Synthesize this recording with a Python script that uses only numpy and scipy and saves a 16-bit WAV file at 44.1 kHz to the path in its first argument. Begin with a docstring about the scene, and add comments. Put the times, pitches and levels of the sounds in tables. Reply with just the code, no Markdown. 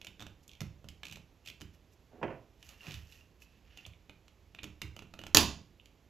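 """Assembling a plastic brick model

Hands work on a cloth-covered table in a small room. Pins click and creak in their holes by
stick-slip friction, a loose part is put down with a dull knock, and a sub-assembly slides over the
cloth. At last it snaps home: a loud double crack excites the normal modes of frame and table."""
import sys
import numpy as np
from scipy import signal
from scipy.fft import rfft, irfft
from scipy.io import wavfile

SR = 44100
rng = np.random.default_rng(int(sys.argv[2]) if len(sys.argv) > 2 else 0)


def transcribe(signal):
    """Save signal, clipped to [-1, 1], as a 16-bit WAV file at the path in sys.argv[1]."""
    frames = np.atleast_2d(signal).T
    limited = np.clip(frames, -1, 1)
    pcm = np.round(limited * 32767).astype(np.int16)
    wavfile.write(sys.argv[1], SR, pcm)


N = 268569
TAPS = 4096  # samples in a short impulse response
HZ, AGE = np.fft.rfftfreq(TAPS, 1 / SR), np.arange(TAPS) / SR  # its axes: f/Hz, t/s

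# the two pins that snap home: t/s, level/dB, pin pitch f/Hz, boost at that pitch/dB
SNAPS = [(5.3471, 10, 6540, 5.5), (5.3698, 12, 2940, 9.5)]
# spectrum of the struck frame: f/Hz, level/dB
FRAME_SPECTRUM = [(60, -10.5), (180, 4), (300, 1), (480, -6), (900, -2.5), (1400, -1.5), (2100, -5),
                  (2900, -3), (4200, 2), (5300, -1), (6700, 1.5), (7800, -9), (13300, -8), (15500, -20)]
def snaps():
    """Impulsive excitation: two pins jump into their seats, each with a short burst of chatter."""
    out = np.zeros(N)
    for s, db, pin_hz, pin_db in SNAPS:
        tone_db = read(FRAME_SPECTRUM, HZ) + pin_db * bell(pin_hz, octaves=0.16)
        add(out, s, amp(db) * strike(tone_db, chatter_s=0.0018, rise_s=0.00045, evenness=0.45))
    return out


# normal modes of the whole frame: f/Hz, level/dB, T60/s
FRAME_MODES = [(867, -4, .15), (1153, -6, .15), (1330, -4, .15), (1797, -3, .16), (2623, -2, .16),
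               (2660, -1, .16), (2789, 1, .16), (2840, -2, .16), (2922, -2, .16), (3567, 2, .17),
               (3980, 0, .16), (4379, 1, .18), (4999, -2, .16), (5320, -2, .16), (6635, -1, .14)]
def frame_ring(ring_db=-11):
    """Free vibration: the frame rings on after the jolt of each snap."""
    out = np.zeros(N)
    for s, db, _, _ in SNAPS:
        add(out, s, amp(db + ring_db) * ring(FRAME_MODES, detune=0))
    return out


# single clicks of pins and beams: t/s, level/dB, body/dB, treble/dB, beam pitch f/Hz
# (body and treble are relative to the middle band)
CLICKS = [(0.0144, -25.5, -10.5, -8, 2630), (0.0465, -26, -6, 1, 2600), (0.0688, -22, -10.5, -5.5, 3430),
          (0.2663, -26.5, -3, -6.5, 2970), (0.479, -34, -3, 23, 3250), (0.493, -32.5, -44, -12, 3200),
          (0.6056, -21, -15, -3, 2050), (0.8431, -30, 9, -0.5, 2560), (0.8868, -24.5, -16.5, -2, 2550),
          (1.0328, -20, -15.5, -17, 1720), (1.0473, -42, -4, 9, 2240), (1.1576, -26.5, -12, -4, 2760),
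          (1.1703, -32.5, 11, 5, 2780), (2.6273, -30, -12, -4, 2690), (2.69, -29, -28, 3.5, 2740),
          (2.8676, -24.5, -5, -12, 2600), (2.9086, -23.5, -14, -13, 2730), (2.9191, -27.5, -30, -2, 2800),
          (2.9412, -24, -41, -5.5, 2650), (3.1227, -32, -34, -10, 2700), (3.7732, -28.5, -11, -3.5, 2900),
          (3.8515, -25.5, -28, -37, 2640), (3.8636, -28.5, -5.5, 5, 2960), (3.9345, -38, -16, -37, 2950),
          (4.0956, -27.5, 0.5, -11, 2520), (4.281, -36.5, -11, -10, 3100), (4.5477, -28, -8.5, -9, 2650),
          (4.817, -14.5, -11, -5, 2790), (4.9646, -25.5, 4, -0.5, 2800), (4.991, -25, -1, -6.5, 2760),
          (5.022, -26, 5.5, -7.5, 2800), (5.1383, -24.5, 3.5, -8, 2540), (5.1906, -23, 3.5, -5, 2850),
          (5.215, -29, -3.5, -7, 2830), (5.2372, -22.5, 1, -6.5, 2900), (5.2663, -21, 0.5, -1, 3240),
          (5.7976, -34, -26, -50, 2740), (5.8574, -35.5, -21, -5.5, 2996)]
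# creaks of tight pins: start t/s, duration/s, number of slips, first level/dB,
# change by the last slip/dB, body/dB, treble/dB, beam pitch f/Hz
CREAKS = [(0.1953, .027, 4, -27, 0, -2.5, -5, 3520), (0.5152, 0.056, 4, -29.5, -12.5, -46, -9, 3410),
          (0.607, 0.0083, 2, -25, -1.5, 3.5, 2, 2020), (1.053, .0594, 5, -27.5, -2, -13.5, -3.5, 2590),
          (1.1245, .013, 3, -23.5, -18, -13, -1.5, 2870), (1.4604, .0385, 4, -29.5, 1.5, -20.5, -6, 2630),
          (1.6032, 0.012, 3, -38.5, 8, -1.5, 0.5, 2960), (4.5875, 0.0032, 2, -21, -8, -15, -34, 2590),
          (4.6327, 0.0081, 2, -23, 0, -5.5, -3.5, 3380)]
def slips(spread_db=3.5, jitter_s=.0004):
    """Stick-slip motion: a creak is a nearly periodic run of slips. Lists these and the single clicks."""
    contacts = list(CLICKS)
    for start, length, count, db, change_db, *colour in CREAKS:
        for along in np.linspace(0, 1, round(count)):
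            late, strong = rng.standard_normal(2)
            s = start + along * length + jitter_s * late
            contacts.append((s, db + along * change_db + spread_db * strong, *colour))
    return contacts


# spectrum of a small struck part: f/Hz, level/dB
PART_SPECTRUM = [(100, -7), (400, -14.5), (1000, -18), (1800, -16.5), (2300, -3), (2800, -2), (3400, -3),
                 (4300, -10.5), (5300, -12), (6600, -9.5), (8000, -18), (10500, -24.5), (13000, -19),
                 (15500, -36.5)]
# quickly damped modes of the beams: f/Hz, level/dB, T60/s
BEAM_MODES = [(2706, -1, 0.097), (2756, 14, .04), (3210, -9.5, 0.033), (4380, -8.5, 0.016), (6000, -6, .02),
              (6900, -4, 0.02)]
def clicks(contacts, level_db=1, ring_db=-11, usual_body_db=-16, usual_treble_db=-5, sliding_db=-62):
    """Impact and resonance: each slip of a pin gives a broadband click and rings a beam."""
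    out = np.zeros(N)
    low = read([(1600, 0.97), (2300, 0.12)], HZ)
    high = read([(3700, 0.083), (5200, 0.91)], HZ)
    motion, _ = friction_envelopes(contacts)
    for s, db, body_db, treble_db, beam_hz in contacts:
        colour_db = low * (body_db - usual_body_db) + high * (treble_db - usual_treble_db)
        tone_db = read(PART_SPECTRUM, HZ) + colour_db + 3 * bell(beam_hz, octaves=0.078)
        sliding = min(motion[round(s * SR)] / amp(sliding_db), 1)  # a moving contact chatters longer
        click = strike(tone_db, chatter_s=.0012 + 0.0015 * sliding, rise_s=0.00033, evenness=.2)
        beam = np.array(BEAM_MODES) * [beam_hz / BEAM_MODES[0][0], 1, 1]
        add(out, s, amp(db + level_db) * click)
        add(out, s, amp(db + ring_db) * ring(beam, detune=0.037))
    return out


# a soft brush on the table, then dull knocks of a part being put down:
# t/s, level/dB, cut-off f/Hz, chatter decay/s, rise/s
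KNOCKS = [(2.11, -24, 400, 0.064, 0.049), (2.213, -18, 450, 0.012, 0.0041),
          (2.2288, -6, 2870, 0.0066, 0.001), (2.239, -8, 870, 0.011, 0.0013),
          (2.277, -17, 2520, 0.0045, 0.0029), (2.302, -16, 1510, 0.013, 0.005),
          (2.342, -26, 2030, 0.0096, 0.0055)]
# their spectrum before that cut-off: f/Hz, level/dB
KNOCK_SPECTRUM = [(60, -9.5), (170, -2), (300, 0.5), (520, -3), (700, -1), (950, -3.5), (1200, -10),
                  (1500, -7.5), (2100, -11), (2800, -10.5), (3200, -19), (3600, -31), (6000, -35),
                  (9000, -46)]
def knocks():
    """A soft contact is a low-pass filter: cloth muffles a brush, then a part that lands and settles."""
    out = np.zeros(N)
    for s, db, cutoff_hz, chatter_s, rise_s in KNOCKS:
        tone_db = read(KNOCK_SPECTRUM, HZ) - 10 * np.log10(1 + (HZ / cutoff_hz) ** 2)
        add(out, s, amp(db) * strike(tone_db, chatter_s, rise_s))
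    return out


# pushes of the model against the table: t/s, level/dB, favoured f/Hz
PUSHES = [(.21, -45, 106), (0.612, -33, 132), (0.847, -44.5, 101.6), (1.106, -46.5, 148), (1.176, -51, 151),
          (1.614, -44.5, 299), (1.643, -49.5, 80), (2.878, -40, 185), (2.945, -39.5, 70), (3.87, -46.5, 76),
          (4.641, -44.5, 251.6), (4.68, -48, 90), (4.823, -43.5, 263.2), (4.839, -38.5, 90.7),
          (5.201, -45.5, 245.5), (5.349, -20, 283.3), (5.371, -27.5, 90.2)]
# normal modes of the table: f/Hz, level/dB, T60/s
TABLE_MODES = [(46, -4, .3), (75, -3.5, 0.47), (98.5, 3.5, 0.15), (139, -2.5, 0.14), (162.2, -1, 0.23),
               (193, -5, 0.21), (217.3, 0.5, 0.029), (296.4, 1.5, 0.14), (345, -4, 0.28), (398, -1.5, 0.11)]
def table_bumps(contacts, rise_s=0.0037, detune=0.027, octaves=0.77, jolt_db=-27, jolt_hz=200):
    """Modal excitation: pushes and slips ring the table; the softer the contact, the lower the modes."""
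    out, t = np.zeros(N), np.arange(SR // 3) / SR
    hz, db, t60 = np.transpose(TABLE_MODES)[:, :, None]
    decay = amp(-60 * t / t60)
    jolts = [(s, slip_db + jolt_db + .5 * body_db, jolt_hz) for s, slip_db, body_db, _, _ in contacts]
    for s, push_db, contact_hz in PUSHES + jolts:
        weights = unit(amp(db) * np.exp(-.5 * (np.log2(hz / contact_hz) / octaves) ** 2))
        cycles = hz * t * (1 + detune * rng.standard_normal(hz.shape)) + rng.random(hz.shape)
        modes = (weights * decay * np.sin(2 * np.pi * cycles)).sum(0)
        add(out, s, amp(push_db) * modes * (1 - np.exp(-t / rise_s)))
    return out


# light strokes of plastic on plastic and cloth: middle t/s, duration/s, level/dB, brightness/dB
STROKES = [(0.438, 0.016, -77, 15.5), (1.474, 0.045, -56, -3), (1.745, 0.024, -63.5, -4),
           (1.93, 0.029, -95, 27.5), (2.68, 0.14, -63.5, 1), (2.898, 0.19, -51.5, -6.5),
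           (3.139, 0.2, -62.5, -1.5), (3.424, 0.038, -61, 3.5), (3.543, 0.15, -69.5, -13),
           (3.716, 0.13, -64, -27), (3.81, 0.14, -62, -14)]
def friction_envelopes(contacts, edge_db=-10, scrape_db=-42.5, scrape_fade_s=.02):
    """Friction noise follows motion: low and high band gains for strokes and a scrape after each slip."""
    t = np.arange(N) / SR
    gain, treble = np.zeros((2, N))
    for s, length, db, bright_db in STROKES:
        swell = amp(db + edge_db * np.minimum((2 * (t - s) / length) ** 2, 20))
        gain += swell
        treble += swell * amp(bright_db)
    for s, db, _, treble_db, _ in contacts:
        scrape = amp(db + scrape_db) * np.exp(-AGE / scrape_fade_s)
        add(gain, s, scrape)
        add(treble, s, scrape * amp(.5 * treble_db))
    return gain, treble


# spectrum of light rubbing: f/Hz, level/dB
RUB_SPECTRUM = [(400, -27), (1000, -17.5), (1800, -5.5), (2400, -5.5), (2900, 0.5), (3800, -10), (5600, -4),
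                (7100, -7), (8300, -14.5), (10100, -17), (12000, -7), (14000, -19), (15500, -28.5)]
def rubbing(contacts, level_db=-3, rattle_db=-3, split_hz=4200):
    """Sliding friction: dense tiny slips make a gritty hiss, and sparser catches rattle the beams."""
    gain, treble = friction_envelopes(contacts)
    grit = tinted(grains(per_s=530, spread_db=2.0, hiss=0.59), RUB_SPECTRUM)
    rattle = np.zeros(N)
    for _ in range(2):
        catches = grains(per_s=95, spread_db=7.5, hiss=0)
        rattle += signal.oaconvolve(catches, ring(BEAM_MODES, detune=0.034))[:N]
    grit += amp(rattle_db) * unit(rattle) * np.sqrt(N)
    mellow = signal.sosfiltfilt(signal.butter(2, split_hz, fs=SR, output="sos"), grit)
    return amp(level_db) * (mellow * gain + (grit - mellow) * treble)


# envelope of the sub-assembly's slide: t/s, level/dB
DRAG_ENVELOPE = [(2.62, -84), (2.72, -58.5), (2.79, -82), (2.85, -58), (2.9, -51.5), (2.95, -66),
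                 (3.02, -70)]
# spectrum of that slide: f/Hz, level/dB
DRAG_SPECTRUM = [(100, 3), (280, 1.5), (600, 0), (1300, 3.5), (2300, 1), (4000, -3), (8000, -21)]
def drag(level_db=-2, fade_s=0.0058):
    """Friction under load: the weight of the sub-assembly drags over the cloth with a dull noise."""
    s, db = np.transpose(DRAG_ENVELOPE)
    t = np.arange(N) / SR
    fade = np.clip(np.minimum(t - s[0], s[-1] - t) / fade_s, 0, 1)
    noise = tinted(grains(per_s=530, spread_db=3.5, hiss=0.92), DRAG_SPECTRUM)
    return amp(level_db + np.interp(t, s, db)) * fade * noise


# diffuse tail of the room: f/Hz, T60/s, level/dB
REVERB = [(80, 0.68, 3), (262, 0.31, 3), (708, 0.37, -1.5), (2970, 0.34, -3.5), (6440, 0.34, -8),
          (13100, 0.22, -7)]
# reflections from near walls and the table top: delay t/s, level/dB
ECHOES = [(.0016, -24.5), (.0039, -19), (.0069, -17), (.0095, -10), (0.014, -9), (.0162, -25.5),
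          (0.035, -21), (.060, -18)]
def room(x, wet_db, echo_db, build_s=0.00067):
    """Reverberation: direct sound, early reflections and a diffuse tail whose treble dies first."""
    t = np.arange(SR) / SR
    hz, age, bands = signal.stft(rng.standard_normal(SR), SR, nperseg=256)
    t60, db = (read(np.array(REVERB)[:, [0, k]], hz)[:, None] for k in (1, 2))
    equal_energy = np.sqrt(2 * np.log(1000) / (t60 * SR))  # band energy independent of T60
    bands = bands * amp(db - 60 * age / t60) * equal_energy
    tail = signal.istft(bands, SR, nperseg=256)[1][:SR]
    response = amp(wet_db) * tail * (1 - np.exp(-t / build_s))
    response[0] += 1  # direct sound
    for delay, db in ECHOES:
        add(response, delay, amp([db + echo_db]))
    return signal.fftconvolve(x, response)[:N]


# spectrum of the room's air noise: f/Hz, level/dB
AIR_SPECTRUM = [(15, -33), (27, -19), (42, -2.5), (75, -2.5), (120, -11), (240, -15.5), (400, -18),
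                (800, -25), (1500, -31.5), (2700, -30), (4500, -36), (7000, -38), (9000, -50.5),
                (12500, -39.5), (15000, -58.5)]
def air(level_db=-64):
    """Stationary noise: a faint background, strongest in the bass."""
    return amp(level_db) * tinted(rng.standard_normal(N), AIR_SPECTRUM)


def strike(tone_db, chatter_s, rise_s, evenness=0):
    """Source and filter: a random burst that swells and dies is coloured by tone_db; energy 1."""
    force = unit(rng.choice([-1, 1], TAPS) * np.exp(-AGE / chatter_s) * (1 - np.exp(-AGE / rise_s)))
    # the random burst colours each click unevenly; evenness smooths that colour
    lumps_db = 10 * np.log10(abs(rfft(force)) ** 2 + .1)
    return unit(signal.fftconvolve(force, causal(tone_db - evenness * lumps_db))[:TAPS])


def ring(modes, detune):
    """Superposition of damped modes, with energy 1; detune shifts them a little for each spot hit."""
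    hz, db, t60 = np.transpose(modes)[:, :, None]
    t = np.arange(0, t60.max(), 1 / SR)
    hz = hz * (1 + detune * rng.standard_normal(hz.shape))
    return unit((amp(db - 60 * t / t60) * np.sin(2 * np.pi * hz * t)).sum(0))


def grains(per_s, spread_db, hiss):
    """Shot noise: tiny slips of uneven size at random times, over a smooth hiss."""
    sizes = amp(spread_db * np.minimum(rng.exponential(1, N), 4)) * rng.choice([-1, 1], N)
    return unit(sizes * (rng.random(N) < per_s / SR)) + hiss * unit(rng.standard_normal(N))


def causal(db):
    """Minimum phase: the most compact causal impulse response with the gain db over HZ."""
    log_gain = np.log(amp(np.maximum(db, -100)))
    mirrored = np.concatenate([log_gain, log_gain[-2:0:-1]])
    return np.fft.ifft(np.exp(np.conj(signal.hilbert(mirrored)))).real


def tinted(x, spectrum):
    """Spectral shaping of a long sound, at rms 1."""
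    gain = amp(read(spectrum, np.fft.rfftfreq(N, 1 / SR)))
    return unit(irfft(rfft(x) * gain, N)) * np.sqrt(N)


def bell(hz, octaves):
    """Gaussian peak of height 1 in log frequency."""
    return np.exp(-.5 * (np.log2((HZ + 1) / hz) / octaves) ** 2)


def read(points, hz):
    """Linear interpolation of a spectrum in log frequency."""
    f, value = np.transpose(points)
    return np.interp(np.log(hz + 1), np.log(f + 1), value)


def amp(db):
    """Decibels to amplitude ratio."""
    return 10 ** (np.asarray(db) / 20)


def unit(x):
    """Normalisation to energy 1."""
    return x / np.sqrt(np.sum(x ** 2) + 1e-20)


def add(mix, s, sound):
    """Superposition of a sound on the mix at time s."""
    part = mix[max(round(s * SR), 0):][:len(sound)]
    part += sound[:len(part)]


# channel gains, left then right: level/dB
BALANCE_DB = [
    [-3.5],
    [2.5],
]
def scene():
    """Linear superposition of all sources in the room; the right channel is stronger."""
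    contacts = slips()
    handling = room(clicks(contacts) + rubbing(contacts) + drag(), wet_db=-1.0, echo_db=-9.5)
    crack = room(snaps(), wet_db=1, echo_db=-7.5) + frame_ring()
    dull = room(knocks(), wet_db=-2.0, echo_db=-11)
    table = room(table_bumps(contacts), wet_db=-4, echo_db=-6.5)
    return (handling + crack + dull + table + air()) * amp(BALANCE_DB)


def record(dry, notch_hz=9000, notch_db=-14, edge_hz=15800):
    """Microphone response: a notch in the treble, clipping on overload, then a band limit."""
    notch = causal(notch_db * bell(notch_hz, octaves=0.061))
    heard = signal.oaconvolve(dry, notch[None])[:, :N]
    low_pass = signal.firwin(511, edge_hz, window=("kaiser", 9), fs=SR)
    return signal.oaconvolve(np.clip(heard, -1, 1), low_pass[None], "same")


dry = scene()
out = record(dry)
transcribe(out)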